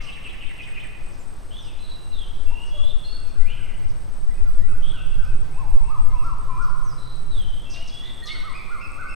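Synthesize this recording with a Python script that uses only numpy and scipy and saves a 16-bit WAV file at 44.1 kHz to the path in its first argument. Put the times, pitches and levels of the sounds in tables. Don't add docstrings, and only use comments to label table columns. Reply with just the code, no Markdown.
import sys
import numpy as np
from scipy import signal
from scipy.fft import rfft, irfft, next_fast_len
from scipy.io import wavfile
from scipy.ndimage import uniform_filter1d

SR = 44100
rng = np.random.default_rng(int(sys.argv[2]) if len(sys.argv) > 2 else 0)


def inscribe(sig):
    pcm = np.round(np.clip(np.atleast_2d(sig).T, -1, 1) * 32767)
    wavfile.write(sys.argv[1], SR, pcm.astype(np.int16))


N = 403515
TIME = np.arange(N) / SR


def song(slur_accent=.85, slur_rough=.1):
    # first whistle t/s, motif gain/dB, slur lead/s, slur level/dB
    songs = [(1.78, 0.36, .215, -52.5), (6.97, -0.4, .135, -46.5)]
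    # length/s, first f/Hz, mid f/Hz, last f/Hz
    slur = (.1, 6550, 5620, 4650)
    # offset t/s, length/s, first, mid, last f/Hz, level/dB, accent/0-1, roughness/0-1
    motif = [(0, .2, 4015, 3990, 3965, -38.5, 0.64, .24), (0.331, .16, 4120, 3412, 3063, -38, 0.69, 0.41),
             (0.677, .205, 2690, 2759, 2960, -37, 0.89, 0.22),
             (0.923, .16, 3330, 3355, 3400, -33.5, 0.5, .14),
             (1.051, .085, 3400, 3501, 3620, -33, .7, 0.44), (1.252, .16, 4194, 4340, 4390, -38, 0.28, .36)]
    rows = []
    for start_s, gain_db, lead_s, slur_db in songs:
        rows.append((start_s - lead_s, *slur, slur_db, slur_accent, slur_rough))
        rows += [(start_s + offset_s, length_s, *pitches_hz, gain_db + db, accent, rough)
                 for offset_s, length_s, *pitches_hz, db, accent, rough in motif]
    return notes(rows, waver=.0063, octave_db=-31, edge_db=-6.5)


def near_calls(rise_bow=.68, drop=.93, fall_bow=.72, rise_accent=.68, fall_accent=.42, rough=.5):
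    # t/s, rise/s, fall/s, first, top, last f/Hz, rise level/dB, fall level/dB
    up_downs = [(1.501, 0.12, 0.12, 2966, 3603, 2480, -40, -48),
                (3.458, 0.081, 0.2, 2195, 3073, 1980, -36.5, -49),
                (4.817, .12, 0.095, 3030, 3440, 2580, -39.5, -42.5)]
    # t/s, length/s, first, mid, last f/Hz, level/dB, accent/0-1, roughness/0-1
    whistles = [(3.39, .084, 2035, 2055, 2090, -49, .4, 0.11),
                (7.41, .276, 3124, 3132, 3420, -44.5, 0.14, .24)]
    rows = []
    for start_s, rise_s, fall_s, first_hz, top_hz, last_hz, rise_db, fall_db in up_downs:
        turn_hz = drop * top_hz
        rise_hz = (first_hz, first_hz + rise_bow * (top_hz - first_hz), top_hz)
        fall_hz = (turn_hz, turn_hz + fall_bow * (last_hz - turn_hz), last_hz)
        rows.append((start_s, rise_s, *rise_hz, rise_db, rise_accent, rough))
        rows.append((start_s + rise_s, fall_s, *fall_hz, fall_db, fall_accent, rough))
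    return notes(rows + whistles, waver=.014, octave_db=-34, edge_db=-5)


def chatter(count=8, gap_s=.1695, end_s=.772, level_db=-34, end_pitch=.96, sag_per_s=.0954):
    # offset t/s, length/s, first, mid, last base f/Hz, gain/dB, accent/0-1, roughness/0-1
    phrase = [(-.028, 0.044, 3100, 2660, 2540, 1, 0.93, 0.57),
              (0.019, 0.024, 2890, 3155, 3040, -7, 0.54, 0.66),
              (.032, 0.0156, 3530, 3820, 3680, -14.5, 0.36, .6),
              (0.056, 0.038, 2320, 2073, 1940, -6.5, 0.65, 0.75)]
    rows = []
    for before_s in gap_s * np.arange(count):
        start_s = 1 + end_s - before_s
        pitch = end_pitch + sag_per_s * before_s
        rows += [(start_s + offset_s, length_s, *pitch * np.array(base_hz), level_db + db, accent, rough)
                 for offset_s, length_s, *base_hz, db, accent, rough in phrase]
    voice = notes(rows, waver=.0245, octave_db=-47, edge_db=-10)
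    heard = garden(voice, direct_db=-1, early_db=-7, tail_db=-1, spread=.8, pan_db=-.5)
    return np.pad(heard[:, SR:], ((0, 0), (0, SR)))


def scolds():
    # t/s, length/s, first f/Hz, last f/Hz, width/Hz, level/dB
    harsh = [(7.694, 0.062, 5770, 5110, 1270, -45), (7.732, 0.05, 4250, 2600, 1800, -45.5),
             (7.871, 0.04, 5960, 3850, 1500, -44), (8.222, 0.074, 9810, 8540, 4000, -58.5),
             (8.251, 0.044, 6080, 4530, 1500, -44.5), (8.266, .0483, 3910, 2985, 734, -35.5)]
    # t/s, level/dB
    chips = [(.01, -51), (.612, -61), (1.118, -58.5), (1.638, -59), (2.659, -56.5), (3.267, -62),
             (3.877, -60), (5.23, -61), (6.23, -60), (6.612, -56)]
    # length/s, first f/Hz, last f/Hz, width/Hz
    chip = (.05, 5550, 5050, 1460)
    out = np.zeros(N)
    for start_s, length_s, first_hz, last_hz, width_hz, db in harsh + [(s, *chip, db) for s, db in chips]:
        hz = np.linspace(first_hz, last_hz, int(length_s * SR))
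        rasp = (chaos(len(hz), width_hz) * np.exp(2j * np.pi * np.cumsum(hz) / SR)).real
        add(out, start_s, gain_of(db) * unit_rms(rasp) * signal.windows.tukey(len(hz), .4))
    return out


def low_whoops():
    # first top t/s, count, gap/s, first, full top f/Hz, first, full level/dB, lead-in gain/dB
    bouts = [(3.15, 3, 0.21, 1547, 1685, -54, -50, -6), (4.46, 4, 0.23, 1427, 1600, -50, -44.5, -14),
             (5.597, 4, .315, 1091, 1497, -40.5, -32, 1.5), (8.455, 3, 0.26, 1327, 1586, -37, -33.5, -7)]
    # unstretched t/s from the top, pitch height (top = 1), gain/dB
    course = [(-.135, .15, -14), (-.115, .1, 0), (-.08, -.1, -2), (-.038, 0, -1), (-.004, 1, -1),
              (.018, .88, 0), (.04, .35, -1), (.1, -.3, -12)]
    return whoops(bouts, course, waver=.0074, octave_db=-39)


def high_whoops():
    # first top t/s, count, gap/s, first, full top f/Hz, first, full level/dB, lead-in gain/dB
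    bouts = [(4.36, 2, .33, 2540, 2700, -57, -52, 10), (5.27, 4, 0.28, 2596, 2740, -51, -51.5, -2),
             (8.305, 4, .247, 2220, 2760, -34.5, -39, -3)]
    # unstretched t/s from the top, pitch height (top = 1), gain/dB
    course = [(-.135, .1, -14), (-.09, .05, -2), (-.045, .2, 0), (-.012, .95, -1), (.02, 1, 0),
              (.045, .8, -2), (.075, .35, -9), (.1, .2, -20)]
    return whoops(bouts, course, waver=.018, octave_db=-16)


def whoops(bouts, course, waver, octave_db, pace_s=.31, leap=.28, slowing=.025, shy_db=-16):
    course_s, height, course_db = np.transpose(course)
    out = np.zeros(N)
    for start_s, count, gap_s, first_hz, full_hz, first_db, full_db, lead_db in bouts:
        stretch = gap_s / pace_s
        t = np.arange(course_s[0], course_s[-1], 1 / (SR * stretch))
        arch = uniform_filter1d(np.interp(t, course_s, height), size=500)
        lead_in = np.interp(t, [-.05, -.015], [1, 0])
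        for k in range(round(count)):
            effort = 1 - .52 ** k
            top_hz = first_hz + effort * (full_hz - first_hz)
            hz = top_hz * (1 - leap * stretch * (1 - arch))
            db = first_db + effort * (full_db - first_db) + np.interp(t, course_s, course_db)
            db += lead_in * (lead_db + shy_db * (1 - effort))
            envelope = gain_of(db) * signal.windows.tukey(len(t), .08)
            top_s = start_s + gap_s * k * (1 + slowing * k)
            add(out, top_s + stretch * t[0], syrinx(hz, envelope, waver, octave_db))
    return out


def far_calls():
    # t/s, length/s, first, mid, last f/Hz, level/dB, accent/0-1, roughness/0-1
    calls = [(.005, 0.11, 1230, 1160, 1077, -51, .3, 0.4), (1.19, .038, 7350, 7300, 7050, -56, .5, .3),
             (1.95, 0.063, 2780, 2780, 2760, -57.5, .5, .2), (2.1, .06, 2770, 2770, 2800, -56, .4, .2),
             (2.51, 0.037, 810, 974, 800, -43, 0.38, .106), (2.735, .0485, 602, 596, 588, -41, .235, .05),
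             (2.765, 0.049, 1184, 1150, 1245, -49.5, .54, .1),
             (3.03, 0.098, 2820, 2760, 2730, -54, .57, .08), (3.19, .13, 2790, 2624, 2355, -57.5, .23, .06),
             (4.305, 0.027, 2000, 2000, 1890, -52, .5, .1), (6.49, .11, 2290, 2400, 2390, -54, .6, .35),
             (7.73, 0.088, 735, 673, 630, -50.5, .3, .1), (8.02, .09, 1882, 1984, 1991, -49, .5, 0.59),
             (8.22, 0.027, 1904, 1860, 1796, -42.5, .5, .1),
             (8.25, 0.081, 1145, 1243, 1234, -45, .39, 0.11),
             (8.345, 0.029, 1226, 1470, 1500, -44.5, .51, 0.24)]
    return notes(calls, waver=.012, octave_db=-28, edge_db=-2)


def notes(rows, waver, octave_db, edge_db):
    out = np.zeros(N)
    for start_s, length_s, *pitches_hz, db, accent, rough in rows:
        progress = np.linspace(0, 1, int(length_s * SR))
        hz = np.polyval(np.polyfit([0, .5, 1], pitches_hz, 2), progress)
        swell_db = np.interp(progress, [0, np.clip(accent, .05, .95), 1], [edge_db, 0, edge_db])
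        envelope = gain_of(db + swell_db) * signal.windows.tukey(len(hz), .2)
        add(out, start_s, syrinx(hz, envelope, waver, octave_db, rough))
    return out


def syrinx(hz, envelope, waver, octave_db, rough=0.):
    tremble = unit_rms(uniform_filter1d(rng.standard_normal(SR // 2), size=200))[:len(hz)]
    phasor = np.exp(2j * np.pi * np.cumsum(hz * (1 + waver * tremble)) / SR)
    rasp = np.sqrt(1 - rough ** 2) + rough * chaos(len(hz), width_hz=595)
    return envelope * (rasp * (phasor + gain_of(octave_db) * phasor ** 2)).real


def chaos(size, width_hz):
    drive = rng.standard_normal((2, SR // 3))
    real, imag = signal.lfilter(*signal.butter(2, width_hz / 2, fs=SR), drive)
    return (unit_rms(real) + 1j * unit_rms(imag))[-size:] / np.sqrt(2)


def garden(voice, direct_db, early_db, tail_db, spread, pan_db, taps_per_s=2500):
    # f/Hz, T60/s
    decay = [(500, 1.2), (1300, 1.8), (2700, 1.28), (4200, 1.02), (8000, 0.44)]
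    t = np.arange(SR) / SR
    mid, side = rng.standard_normal((2, SR)) * (rng.random(SR) < taps_per_s / SR)
    taps = mid + np.array([[1], [-1]]) * spread * side
    hz, frame_s, spectra = signal.stft(taps, SR, nperseg=256)
    damping = gain_of(-60 * frame_s / at_hz(decay, hz)[:, None])
    tail = signal.istft(spectra * damping, SR, nperseg=256)[1][:, :SR] * np.clip(t / .014, 0, 1)
    early = taps[:, ::-1] * np.exp(-t / .011) * (t > .004)
    echo = gain_of(tail_db) * tail / np.linalg.norm(tail[0])
    echo += gain_of(early_db) * early / np.linalg.norm(early[0])
    heard = gain_of(direct_db) * voice + signal.fftconvolve(voice[None], echo, axes=1)[:, :N]
    return heard * gain_of(np.array([[pan_db], [-pan_db]]) / 2)


def birds():
    near = near_calls() + scolds()
    far = far_calls() + low_whoops()
    high = high_whoops()
    return (garden(song(), direct_db=-5, early_db=-8.5, tail_db=-6, spread=.25, pan_db=-1.5)
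            + garden(near, direct_db=-3, early_db=-8.5, tail_db=-4, spread=.27, pan_db=-.5)
            + chatter()
            + garden(far, direct_db=-.5, early_db=-7.5, tail_db=-2, spread=.66, pan_db=-.2)
            + garden(high, direct_db=-6, early_db=-6, tail_db=-3, spread=.77, pan_db=-2))


def insects(level_db=-60.5):
    # f/Hz, level/dB
    sizzle = [(6500, -51.5), (7400, -28), (7750, -9), (8050, -7.5), (8230, 0), (8350, -0.5), (8530, -1.5),
              (8850, -7.5), (9100, -30), (9600, -41), (11000, -69.5)]
    # t/s, rate/Hz
    chirp_rate = [(0, 5.1), (2.6, 5.1), (4.9, 5.5), (5.5, 6.7), (6.3, 5.17), (9.15, 5.17)]
    cycles = np.cumsum(np.interp(TIME, *np.transpose(chirp_rate))) / SR
    pulse_db = -2.2 * np.tanh(3 * np.cos(2 * np.pi * cycles))
    flutter = np.maximum(1 + .47 * wander(rate_hz=170), .08)
    return gain_of(level_db) * unit_rms(noise(sizzle, coherence=.948) * flutter * gain_of(pulse_db))


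def breeze(calm_sway_db=-28.5, calm_buffet_db=-41.5, calm_pan_db=1.5):
    # t/s, half-length/s, sway level/dB, buffet level/dB, left over right/dB
    gusts = [(2.372, .18, -17.5, -34, 5), (2.873, 0.24, -19, -37, 10.5), (3.376, 0.095, -15.5, -42, 11.5),
             (3.845, 0.17, -17, -33, 2), (4.65, 0.34, -13, -29.5, -0.5), (5.222, .14, -12.5, -24, -3),
             (5.74, 0.094, -8.5, -26.5, 1), (6.08, 0.22, -11.5, -25.5, 0), (6.7, 0.23, -15.5, -37.5, 1.5),
             (7.387, 0.19, -17, -33, 1.5)]
    # f/Hz, level/dB
    sway = [(1, 4), (4, 11.5), (8, 16), (14, 8), (22, -4.5), (40, -53), (200, -140)]
    # f/Hz, level/dB
    buffet = [(12, -31), (24, 2), (35, -5), (50, -12), (70, -13.5), (120, -32.5), (300, -50.5), (900, -120)]
    sides = np.array([[.5], [-.5]])
    sway_power = gain_of(calm_sway_db + sides * calm_pan_db) ** 2
    buffet_power = gain_of(calm_buffet_db + sides * calm_pan_db) ** 2
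    for peak_s, half_s, sway_db, buffet_db, pan_db in gusts:
        swell = np.exp(-((TIME - peak_s) / half_s) ** 2) * gain_of(sides * pan_db) ** 2
        sway_power = sway_power + swell * gain_of(sway_db) ** 2
        buffet_power = buffet_power + swell * gain_of(buffet_db) ** 2
    return (noise(sway, coherence=.14) * np.sqrt(sway_power)
            + noise(buffet, coherence=.0263) * np.sqrt(buffet_power))


def engine(hum_db=-47, hum_from_s=4.68, hum_to_s=7.3, ramp_s=.3):
    # t/s, level/dB
    swell = [(0, -74), (3.1, -63), (3.6, -43.5), (4.3, -47.5), (4.8, -41.5), (5.3, -45), (5.9, -43),
             (7.1, -44), (7.7, -48), (8.3, -60), (9.15, -62)]
    # f/Hz, level/dB
    body = [(30, -39.5), (55, -21.5), (85, -5), (110, -3.5), (135, -0.5), (152, -19), (200, -23.5),
            (500, -31), (1500, -130)]
    # f/Hz, level/dB
    firing = [(100, -90.5), (122, -17), (129, 3), (135, -0.5), (142, -10.5), (175, -90.5), (400, -150)]
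    drone = noise(body, coherence=.35) * gain_of(np.interp(TIME, *np.transpose(swell)))
    held = np.clip(np.minimum(TIME - hum_from_s, hum_to_s - TIME) / ramp_s + .5, 0, 1)
    hum = gain_of(hum_db) * held * noise(firing, coherence=.46) * gain_of([[2.5], [-2.5]])
    return (drone + hum) * gain_of([[1.2], [-1.2]])


def wash(level_db=-44.5):
    # f/Hz, level/dB
    air = [(30, 0.5), (100, 2.5), (200, -5.5), (400, -9.5), (800, -13), (1300, -15), (1900, -21.5),
           (3000, -27), (5200, -29), (7000, -34), (10200, -35.5), (12000, -39.5), (15000, -41)]
    # f/Hz, coherence/0-1
    coherence = [(30, 0.19), (200, 0.32), (600, 0.33), (2000, 0.327), (4000, 0.99), (12000, 1)]
    return noise(air, coherence) * gain_of(level_db + .5 * wander(rate_hz=10))


def noise(spectrum, coherence):
    size = next_fast_len(N)
    hz = np.fft.rfftfreq(size, 1 / SR)
    left, other = rfft(rng.standard_normal((2, size)))
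    shared = at_hz(coherence, hz) if np.ndim(coherence) else coherence
    pair = np.array([left, shared * left + np.sqrt(1 - shared ** 2) * other])
    return unit_rms(irfft(pair * gain_of(at_hz(spectrum, hz)), size)[:, :N])


def wander(rate_hz):
    size = next_fast_len(N)
    lowpass = np.exp(-(np.fft.rfftfreq(size, 1 / SR) / rate_hz) ** 2)
    return unit_rms(irfft(rfft(rng.standard_normal(size)) * lowpass, size)[:N])


def at_hz(points, hz):
    points_hz, value = np.transpose(points)
    return np.interp(np.log(hz + 1), np.log(points_hz + 1), value)


def gain_of(db):
    return 10 ** (np.asarray(db) / 20)


def unit_rms(x):
    return x / np.sqrt(np.mean(x ** 2) + 1e-20)


def add(mix, start_s, sound):
    at = round(start_s * SR)
    sound = sound[max(-at, 0):]
    part = mix[max(at, 0):][:len(sound)]
    part += sound[:len(part)]


def scene():
    return engine() + wash() + breeze() + insects() + birds()


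def record(dry, fade_s=.008, cutoff_hz=15230):
    fade = np.clip(np.minimum(TIME, TIME[-1] - TIME) / fade_s, 0, 1)
    lowpass = signal.firwin(511, cutoff_hz, window=("kaiser", 9), fs=SR)
    return signal.oaconvolve(dry * fade, lowpass[None], "same")


dry = scene()
out = record(dry)
inscribe(out)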